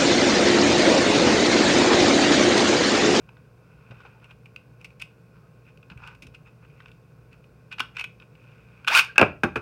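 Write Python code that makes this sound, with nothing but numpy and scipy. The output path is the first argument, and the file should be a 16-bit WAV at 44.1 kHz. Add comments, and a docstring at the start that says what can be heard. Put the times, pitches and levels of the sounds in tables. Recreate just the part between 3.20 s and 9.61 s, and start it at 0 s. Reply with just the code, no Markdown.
"""A toy top is ripped off its launcher by a toothed cord: the gear whirs up in pitch, then the top
drops into a thin plastic bowl and bounces twice, driving bending waves that boom and ring.
Before this, hands pick the top out of the bowl and click it onto the launcher, with impacts and
friction on hollow plastic. A small room hums and reverberates, and all is heard through a phone
microphone whose port resonance adds a nasal colour."""
import sys
import numpy as np
from scipy import signal
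from scipy.fft import rfft, irfft, next_fast_len
from scipy.io import wavfile

SR = 44100
rng = np.random.default_rng(int(sys.argv[2]) if len(sys.argv) > 2 else 0)


def waveform_to_disk(signal):
    """Save audio, clipped to [-1, 1], as 16-bit WAV at the path in sys.argv[1]."""
    frames = np.transpose(np.atleast_2d(signal))
    scaled = np.clip(frames, -1, 1) * 32767
    samples = np.round(scaled).astype(np.int16)
    wavfile.write(sys.argv[1], SR, samples)


N = 282681
TIME = np.arange(N) / SR
BLOW_TIME = TIME[:SR // 2]
PULL_START_S, PULL_END_S = 5.685, 5.774   # the cord drives the gear
EDGES_HZ = np.geomspace(25, 17000, 24)
# bands of equal frequency ratio: low_hz, high_hz, centre_hz
BANDS = list(zip(EDGES_HZ, EDGES_HZ[1:], np.sqrt(EDGES_HZ[1:] * EDGES_HZ[:-1])))
# plastic parts clicking in the hands: start_s, level_db, hardness_db, chatter_t60_s, slide_s
HANDLING = [(0.09, -64, -17, 0.012, 0.014), (0.168, -74.5, -29, 0.015, 0.016),
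            (0.709, -63, -8, 0.027, 0.013), (0.804, -66.5, -27, 0.079, 0.012),
            (0.862, -70, -10, .026, 0.057), (1.0425, -63, -1, .025, .08), (1.108, -61, -7, 0.035, 0.072),
            (1.257, -62, -1, 0.033, 0), (1.3611, -52.5, -1, 0.0088, 0), (1.6133, -71, 9, 0.0086, 0.056),
            (1.6449, -54.5, 6.5, 0.049, 0), (1.7974, -62.5, 9.5, 0.048, 0),
            (1.8156, -57, 10.5, 0.053, 0.049), (1.8211, -48, 3, 0.012, 0.0013), (2.5736, -73, 7, .013, 0),
            (2.6284, -67, -7, 0.021, 0.0069), (2.7001, -57.5, -12, 0.036, 0.0089),
            (2.716, -61.5, -14, 0.034, 0.067), (2.7743, -64, -0.5, 0.02, 0.0049),
            (2.8383, -63.5, -10, 0.02, 0.022), (2.874, -62, 10.5, .025, 0.04),
            (2.9482, -68.5, 5.5, 0.034, 0.0088), (3.022, -60.5, 11.5, 0.082, 0),
            (3.0684, -66.5, 11, .021, 0.027), (3.1459, -60.5, 2, 0.054, 0.029),
            (3.6031, -66, -34, 0.027, 0.0067), (3.6585, -60.5, -15, 0.007, 0),
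            (3.682, -68.5, 2, .016, 0.033), (3.7161, -69, 4.5, 0.015, 0), (4.129, -67.5, 2, .02, 0.062),
            (4.2409, -71.5, -3, 0.023, 0.018), (4.5147, -52.5, -12, .048, 0),
            (4.525, -49.5, -2.5, 0.052, .05), (4.5831, -49.5, -13, 0.061, 0.012),
            (4.7679, -45, -6.5, 0.023, 0.0088), (4.786, -55, 0, 0.037, 0.023),
            (4.7953, -46, 3.5, 0.019, 0.072), (4.8097, -42.5, -2, .03, 0), (4.8404, -42.5, -3, 0.025, 0),
            (5.0, -65, -6, .013, 0.0086), (5.021, -63.5, -11, 0.023, 0.051), (5.1522, -70, -7, .016, 0.011)]


def from_db(db):
    """Amplitude grows tenfold every 20 dB."""
    return 10 ** (np.asarray(db) / 20)


def unit_rms(x):
    """Normalise a steady signal by its power."""
    return x / np.sqrt(np.mean(x ** 2) + 1e-20)


def unit_blow(x):
    """Normalise a transient to the energy of ten milliseconds at rms 1."""
    return x / np.sqrt(np.sum(x ** 2) / (.01 * SR) + 1e-20)


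def at_hz(points, hz):
    """Interpolate a curve on a log-frequency axis."""
    points_hz, values = np.array(points).T
    return np.interp(np.log(hz), np.log(points_hz), values)


def add(out, start_s, sound):
    """Superpose a sound on the mix."""
    start = int(start_s * SR)
    out[start:start + len(sound)] += sound[:N - start]


def band(x, low_hz, high_hz):
    """Causal Butterworth band-pass."""
    sos = signal.butter(2, [low_hz, min(high_hz, .45 * SR)], "band", fs=SR, output="sos")
    return signal.sosfilt(sos, x + 1e-18)


def bell(x, hz, q, db):
    """A second-order resonant peak or dip."""
    w, height = 2 * np.pi * hz / SR, from_db(db / 2)
    half_width = np.sin(w) / (2 * q)
    numerator = [1 + half_width * height, -2 * np.cos(w), 1 - half_width * height]
    denominator = [1 + half_width / height, -2 * np.cos(w), 1 - half_width / height]
    return signal.lfilter(numerator, denominator, x)


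def coloured(x, spectrum):
    """Source and filter: give an excitation a spectral envelope, at rms 1."""
    size = next_fast_len(N)
    hz = np.maximum(np.fft.rfftfreq(size, 1 / SR), 1)
    return unit_rms(irfft(rfft(x, size) * from_db(at_hz(spectrum, hz)), size)[:N])


def decay(t60, delay_s=0):
    """Exponential damping: after a delayed onset, 60 dB are lost every t60 seconds."""
    age = np.maximum(BLOW_TIME - delay_s, 0)
    return (BLOW_TIME >= delay_s) * np.exp(-np.log(1000) * age / max(t60, 1e-3))


def dying_noise(t60, delay_s=0):
    """Damped random vibration."""
    return rng.standard_normal(len(BLOW_TIME)) * decay(t60, delay_s)


def mode(hz, t60, delay_s=0):
    """A freely vibrating mode is a damped sinusoid."""
    return unit_blow(np.sin(2 * np.pi * hz * BLOW_TIME) * decay(t60, delay_s))


def stroke(start_s, length_s):
    """A sine-squared swell and fall."""
    return np.sin(np.pi * np.clip((TIME - start_s) / length_s, 0, 1)) ** 2


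def slips(per_s, spread_db):
    """Friction as shot noise: tiny slips of uneven size at random moments."""
    sizes = from_db(spread_db * np.minimum(rng.exponential(1, N), 4))
    return (rng.random(N) < per_s / SR) * sizes * rng.choice([-1, 1], N)


def background(air_db, hum_db):
    """Broadband ventilation rumble lies under a mains hum with slow phase modulation."""
    # room air: frequency_hz, relative_density_db
    air_spectrum = [(25, -23.5), (40, -17), (57, 4.5), (80, -4.5), (100, -3.5), (150, 6.5), (230, -8),
                    (330, -11.5), (480, -8.5), (750, -19), (1400, -27.5), (3000, -41.5), (11000, -43),
                    (16000, -41.5)]
    # hum partials: pitch_hz, relative_level_db
    partials = [(118.4, -57.5), (446.8, -71.5), (500.6, -73), (1077, -77)]
    hum = 0
    for hz, db in partials:
        waver = np.interp(TIME, np.arange(32) / 4, rng.standard_normal(32))
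        hum += from_db(db + hum_db) * np.sqrt(2) * np.sin(2 * np.pi * hz * TIME + 0.52 * waver)
    return hum + from_db(air_db) * coloured(rng.standard_normal(N), air_spectrum)


def room(x, wet_db, first_echo_s):
    """Reverberation: convolution with a diffuse tail that dies sooner in the treble."""
    # reverberation time: frequency_hz, t60_s
    decay_times = [(60, 0.43), (500, 0.26), (2500, 0.27), (6000, 0.21), (16000, 0.18)]
    # colour of the tail: frequency_hz, relative_level_db
    colour = [(100, 1.7), (2500, 1.5), (5000, 3.2), (14000, 1)]
    tail = 0
    for low, high, hz in BANDS:
        echoes = dying_noise(at_hz(decay_times, hz), first_echo_s)
        tail += from_db(at_hz(colour, hz)) * band(echoes, low, high)
    return from_db(wet_db) * signal.fftconvolve(x, tail / np.sqrt(np.sum(tail ** 2)))[:N]


def squeaks(width_hz=60):
    """Stick-slip of skin on plastic whistles faintly in a narrow band."""
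    # squeaks: start_s, length_s, pitch_hz, level_db
    whistles = [(0.937, 0.061, 870, -60), (2.18, 0.13, 1262, -67), (5.887, 0.033, 1603, -46.5)]
    out = np.zeros(N)
    for start_s, length_s, hz, db in whistles:
        whistle = band(rng.standard_normal(N), hz - width_hz / 2, hz + width_hz / 2)
        out += from_db(db) * stroke(start_s, length_s) * unit_rms(whistle)
    return out


def thuds(gain_db=10.5, t60=0.096):
    """Soft impacts excite only low frequencies: hands nudge the bowl and floor."""
    # nudges: start_s, relative_level_db, pitch_hz
    nudges = [(0.703, -52, 144), (0.716, -59, 715), (0.851, -58.5, 756), (2.713, -53.5, 144),
              (2.757, -49.5, 77), (3.026, -55.5, 220), (3.047, -53.5, 86.4), (4.604, -53, 260)]
    out = np.zeros(N)
    for start_s, db, hz in nudges:
        bump = unit_blow(band(dying_noise(t60), 0.5 * hz, 1.35 * hz))
        add(out, start_s, from_db(db + gain_db) * bump)
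    return out


def fingers(rub_db, scrape_db, slide_db=-2.5, slide_max_db=-49, slide_lag_s=.003):
    """Sliding friction: skin rubs dully on hollow plastic, hard edges scrape more brightly."""
    # fingers and parts sliding: middle_s, length_s, relative_level_db, hardness_db
    rubs = [(0.08, 0.56, -80.5, -8), (0.546, 0.39, -76.5, -5), (0.814, 0.53, -68.5, -7),
            (2.172, 0.093, -74, -17), (2.48, 0.089, -71, 6), (2.867, 0.23, -57.5, -13),
            (3.275, 0.065, -64.5, -3), (3.439, 0.06, -69, -11), (3.614, 0.43, -74.5, -1),
            (4.762, 0.045, -58.5, 6), (5.318, 0.56, -71.5, -1), (5.62, 0.45, -72.5, -2.5)]
    # skin rubbing: frequency_hz, relative_density_db
    rub_spectrum = [(200, -15), (500, -18), (900, 12), (1500, 9.5), (2500, -17.5), (5000, -18),
                    (16000, -61.5)]
    # edges scraping: frequency_hz, relative_density_db
    scrape_spectrum = [(800, -8.5), (1500, 4), (2050, 4.5), (2550, 7), (3300, -3.5), (4500, -13.5),
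                       (8000, -16), (12000, -39), (16000, -37)]
    # parts also slide around the moment they click
    slides = [(click_s + slide_lag_s, length_s, min(db + slide_db, slide_max_db), hardness_db)
              for click_s, db, hardness_db, _, length_s in HANDLING if length_s > 0]
    moves = [(stroke(middle_s - length_s / 2, length_s), db, hardness_db)
             for middle_s, length_s, db, hardness_db in rubs + slides]
    moves.append((TIME < PULL_START_S, -81, -16))   # the hands never quite rest before the launch
    soft = sum(swell * from_db(db - hardness_db / 2) for swell, db, hardness_db in moves)
    hard = sum(swell * from_db(db + hardness_db / 2) for swell, db, hardness_db in moves)
    rub = from_db(rub_db) * coloured(slips(per_s=1500, spread_db=4.0), rub_spectrum)
    scrape = from_db(scrape_db) * coloured(slips(per_s=1100, spread_db=1.5), scrape_spectrum)
    return soft * rub + hard * scrape


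def click(snap_db, body_db, treble_db, chatter_t60, pitch_ratio, chatter_gain=5.1, settle_s=0.00054):
    """A hard impact is broadband: one impulse, then a dying chatter of micro-contacts."""
    touching = rng.random(len(BLOW_TIME)) < .3
    pressing = 1 - np.exp(-BLOW_TIME / settle_s)
    chatter = unit_blow(dying_noise(chatter_t60) * touching * pressing)
    force = unit_blow(signal.unit_impulse(len(BLOW_TIME))) + chatter_gain * chatter
    body = unit_blow(band(force, 1030 * pitch_ratio, 1744 * pitch_ratio))
    snap = unit_blow(band(force, 2080 * pitch_ratio, 3170 * pitch_ratio))
    treble = unit_blow(signal.lfilter([1], [1, -.8], band(force, 1700, 13200)))
    return from_db(body_db) * body + from_db(snap_db) * snap + from_db(treble_db) * treble


def case_clicks(contacts, case_db, hollow_db, spread_octaves=0.12):
    """Impacts excite the case's modes; a harder contact is brighter and less hollow."""
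    # the launcher's hollow case: pitch_hz, relative_level_db, t60_s
    case_modes = [(1370, -10.5, .12), (1516, -4.5, 0.18)]
    out = np.zeros(N)
    for start_s, db, hardness_db, chatter_t60, *_ in contacts:
        body_db = db + hollow_db - 0.51 * hardness_db
        treble_db = db - 6 + hardness_db
        pitch_ratio = 2 ** (spread_octaves * rng.standard_normal())   # each strikes another spot
        add(out, start_s, click(db, body_db, treble_db, chatter_t60, pitch_ratio))
        for hz, mode_db, t60 in case_modes:
            add(out, start_s, from_db(body_db + mode_db + case_db) * mode(hz, t60))
    return out


def handling_clicks(stray_count):
    """Light impacts of parts in the hands ring the case, with faint ticks at random moments."""
    # stray ticks: start_s, level_db, hardness_db, chatter_t60_s
    ticks = [(rng.uniform(0, PULL_START_S), rng.normal(-74.5, 4), rng.normal(-2, 5.7), .02)
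             for _ in range(stray_count)]
    return case_clicks(HANDLING + ticks, case_db=-10.0, hollow_db=-4.1)


def latch_and_pawl():
    """Impacts of the launcher's mechanism drive its case into resonance."""
    # clacks: start_s, level_db, hardness_db, chatter_t60_s
    clacks = [(4.5948, -43.5, 4.5, .047), (4.603, -34, -3, .02), (5.646, -55.5, -4, .02),
              (5.6685, -51, -4, .042), (5.6745, -33, -3, .034), (5.6805, -29, -1.5, .032),
              (5.7005, -41.5, -7, .028), (5.7495, -29.5, 3, .024), (5.757, -31.5, -7.5, 0.024),
              (5.7665, -29.5, -9, 0.035), (5.7735, -34, 8.5, 0.014), (5.788, -26.5, 0, 0.029),
              (5.7935, -32.5, 10, .016), (5.8085, -45, 7, 0.017), (5.8465, -48.5, 6, .012)]
    return case_clicks(clacks, case_db=-4.5, hollow_db=3.0)


def gear(start_hz=308.7, pull_hz_per_s=14500, coast_hz_per_s=11000, whine_onset_hz=820):
    """Uniform acceleration: the tooth rate climbs under a steady pull, then falls as the gear coasts."""
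    whine_db, whine_fade_db_per_s = -26.0, 477
    rasp_db, rasp_fade_db_per_s, rasp_hold_s = -25.0, 542, .026
    pulled_s = np.clip(TIME, PULL_START_S, PULL_END_S) - PULL_START_S
    coasted_s = np.maximum(TIME - PULL_END_S, 0)
    teeth_hz = np.maximum(start_hz + pull_hz_per_s * pulled_s - coast_hz_per_s * coasted_s, 1)
    speed = teeth_hz / teeth_hz.max()
    whine_onset = 1 / (1 + (whine_onset_hz / teeth_hz) ** 4)
    whine_gain = whine_onset * from_db(whine_db - whine_fade_db_per_s * coasted_s)
    rasp_fade_db = rasp_fade_db_per_s * np.maximum(coasted_s - rasp_hold_s, 0)
    rasp_gain = speed ** 1.3 * from_db(rasp_db - rasp_fade_db)
    return teeth_hz, speed, whine_gain, rasp_gain


def ripcord(jitter=0.039, overtone_db=-7, tooth_depth=0.62, sizzle_db=-9, sizzle_growth=4.9):
    """Meshing teeth whine at the tooth rate and modulate a friction rasp that brightens with speed."""
    # gear rasp: frequency_hz, relative_density_db
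    rasp_spectrum = [(200, -18.5), (500, -7), (1100, 9), (2600, 2), (4500, -7.5), (8000, -15.5),
                     (16000, -19.5)]
    # sizzle at full speed: frequency_hz, relative_density_db
    sizzle_spectrum = [(1500, -25), (4000, -19), (8000, 7.5), (16000, -4.5)]
    teeth_hz, speed, whine_gain, rasp_gain = gear()
    slip = unit_rms(band(rng.standard_normal(N), 54, 500))
    phase = 2 * np.pi * np.cumsum(teeth_hz * (1 + jitter * slip)) / SR
    overtones = sum(np.sin(k * phase) * (2 / k) ** 1.2 for k in range(2, 7))
    bite = 1 + 0.24 * unit_rms(band(rng.standard_normal(N), 80, 580))   # teeth catch unevenly
    whine = np.sqrt(2) * bite * (np.sin(phase) + from_db(overtone_db) * overtones)
    friction = slips(per_s=11000, spread_db=2.0) * (1 + tooth_depth * np.cos(phase))
    sizzle_gain = from_db(sizzle_db) * speed ** sizzle_growth
    rasp = coloured(friction, rasp_spectrum) + sizzle_gain * coloured(friction, sizzle_spectrum)
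    return (TIME > PULL_START_S) * (whine_gain * whine + rasp_gain * rasp)


def bowl_flex(boom_db, knock_db, knock_hz, ring_db, lag_cycles=1.735, modes_db=-10, sweep_db=-4.5):
    """Dispersion: low bending waves travel slowly, so a blow sweeps down to a boom as the shell rings."""
    # the bowl's clearest modes: pitch_hz, relative_level_db, t60_s
    clear_modes = [(170, -3.5, 0.19), (352.4, 5, 0.14), (419, 1.5, 0.11), (585, -1, 0.18),
                   (608.5, -7.5, 0.27), (795.5, 6, 0.16), (840, 5.5, 0.086), (1080, -11, .17),
                   (1112, 1, 0.12), (1330, 0, 0.16), (1441, 5.5, 0.09), (1610, 16, 0.054),
                   (2590, 10, 0.099), (2380, 11.5, 0.054), (2820, 2, .13), (3070, -14, .16)]
    # its crowd of damped modes: frequency_hz, t60_s
    decay_times = [(60, 0.22), (130, 0.084), (300, 0.073), (600, 0.069), (1500, 0.12), (3000, 0.018)]
    # waves scattered by the rim: frequency_hz, relative_level_db
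    scatter = [(100, -5.0), (500, -4), (1400, 3)]
    # spectrum of the blow, with knock_hz set by the struck spot: frequency_hz, level_db
    drive = [(30, boom_db - 56), (70, boom_db - 19), (125, boom_db - 1),
             (knock_hz / 2, knock_db - 13.5), (knock_hz, knock_db - 3.5),
             (2.38 * knock_hz, knock_db - 14),
             (1400, ring_db - 9), (2500, ring_db - 23.5), (3600, ring_db - 38)]
    age_s = BLOW_TIME + .001
    sweep_hz = lag_cycles / age_s
    amplitude = from_db(at_hz(drive, sweep_hz) + sweep_db) * np.sqrt(sweep_hz / 25)
    out = amplitude * np.sin(2 * np.pi * lag_cycles * np.log(age_s / age_s[0]))
    for low, high, hz in BANDS[:18]:
        scattered = band(dying_noise(at_hz(decay_times, hz), delay_s=1 / hz), low, high)
        out += from_db(at_hz(drive, hz) + at_hz(scatter, hz)) * unit_blow(scattered)
    for hz, db, t60 in clear_modes:
        ring = mode(hz, t60, delay_s=1 / hz) * rng.choice([-1, 1])
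        out += from_db(at_hz(drive, hz) + db + modes_db + rng.normal(0, 3.6)) * ring
    return out


def top_landings():
    """Impact on a thin shell: the top's tip cracks at the contact and sets the bowl flexing."""
    # strikes, at relative levels:
    # start_s, crack_db, treble_db, chatter_t60_s, boom_db, knock_db, knock_hz, ring_db
    strikes = [(5.9582, -52, -70, 0.036, -59, -52, 550, -42),
               (5.9802, -21.5, -35.5, .0074, -52, -23.5, 600, -21),
               (5.995, -62, -55, .0062, -38, -18.5, 374, -22),
               (6.0136, -27.5, -37.5, 0.014, -16.5, -9.5, 484, -23.5),
               (6.027, -54, -60, 0.015, -23, -18.5, 480, -23.5),
               (6.2341, -40, -41.5, 0.054, -22, -16, 288, -25),
               (6.3576, -43, -48.5, 0.069, -29, -26, 390, -29.5)]
    out = np.zeros(N)
    for start_s, crack_db, treble_db, chatter_t60, boom_db, knock_db, knock_hz, ring_db in strikes:
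        tip = click(crack_db, ring_db - 2, treble_db, chatter_t60, pitch_ratio=.95)
        add(out, start_s, tip + bowl_flex(boom_db, knock_db, knock_hz, ring_db))
    return out


def scene():
    """Superposition: hands, launcher and top add to their reverberation and the room's background."""
    hands = handling_clicks(stray_count=10) + fingers(rub_db=-2.0, scrape_db=-1.5) + thuds() + squeaks()
    launcher = latch_and_pawl() + ripcord()
    toy = hands + launcher + top_landings()
    reverberation = room(toy, wet_db=-14.5, first_echo_s=0.0035)
    return (toy + reverberation + background(air_db=-54.5, hum_db=0.5))[None]


def record(dry):
    """The microphone port resonates and sheds deep bass; peaks saturate softly and high treble is cut."""
    # port peaks and a dip: centre_hz, q, gain_db
    port = [(1498, 5.86, 9), (1745, 3.35, -3.5), (2513, 3.58, 16), (3650, 29, 4.5), (5000, 2.16, 7),
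            (8640, 7.4, 2.5)]
    low_cut_hz, high_cut_hz = 38, 15950
    sound = signal.sosfilt(signal.butter(2, low_cut_hz, "high", fs=SR, output="sos"), dry)
    for hz, q, db in port:
        sound = bell(sound, hz, q, db)
    rounded = sound / (1 + sound ** 8) ** (1 / 8)
    return signal.sosfilt(signal.ellip(10, .2, 70, high_cut_hz, fs=SR, output="sos"), rounded)


dry = scene()
out = record(dry)
waveform_to_disk(out)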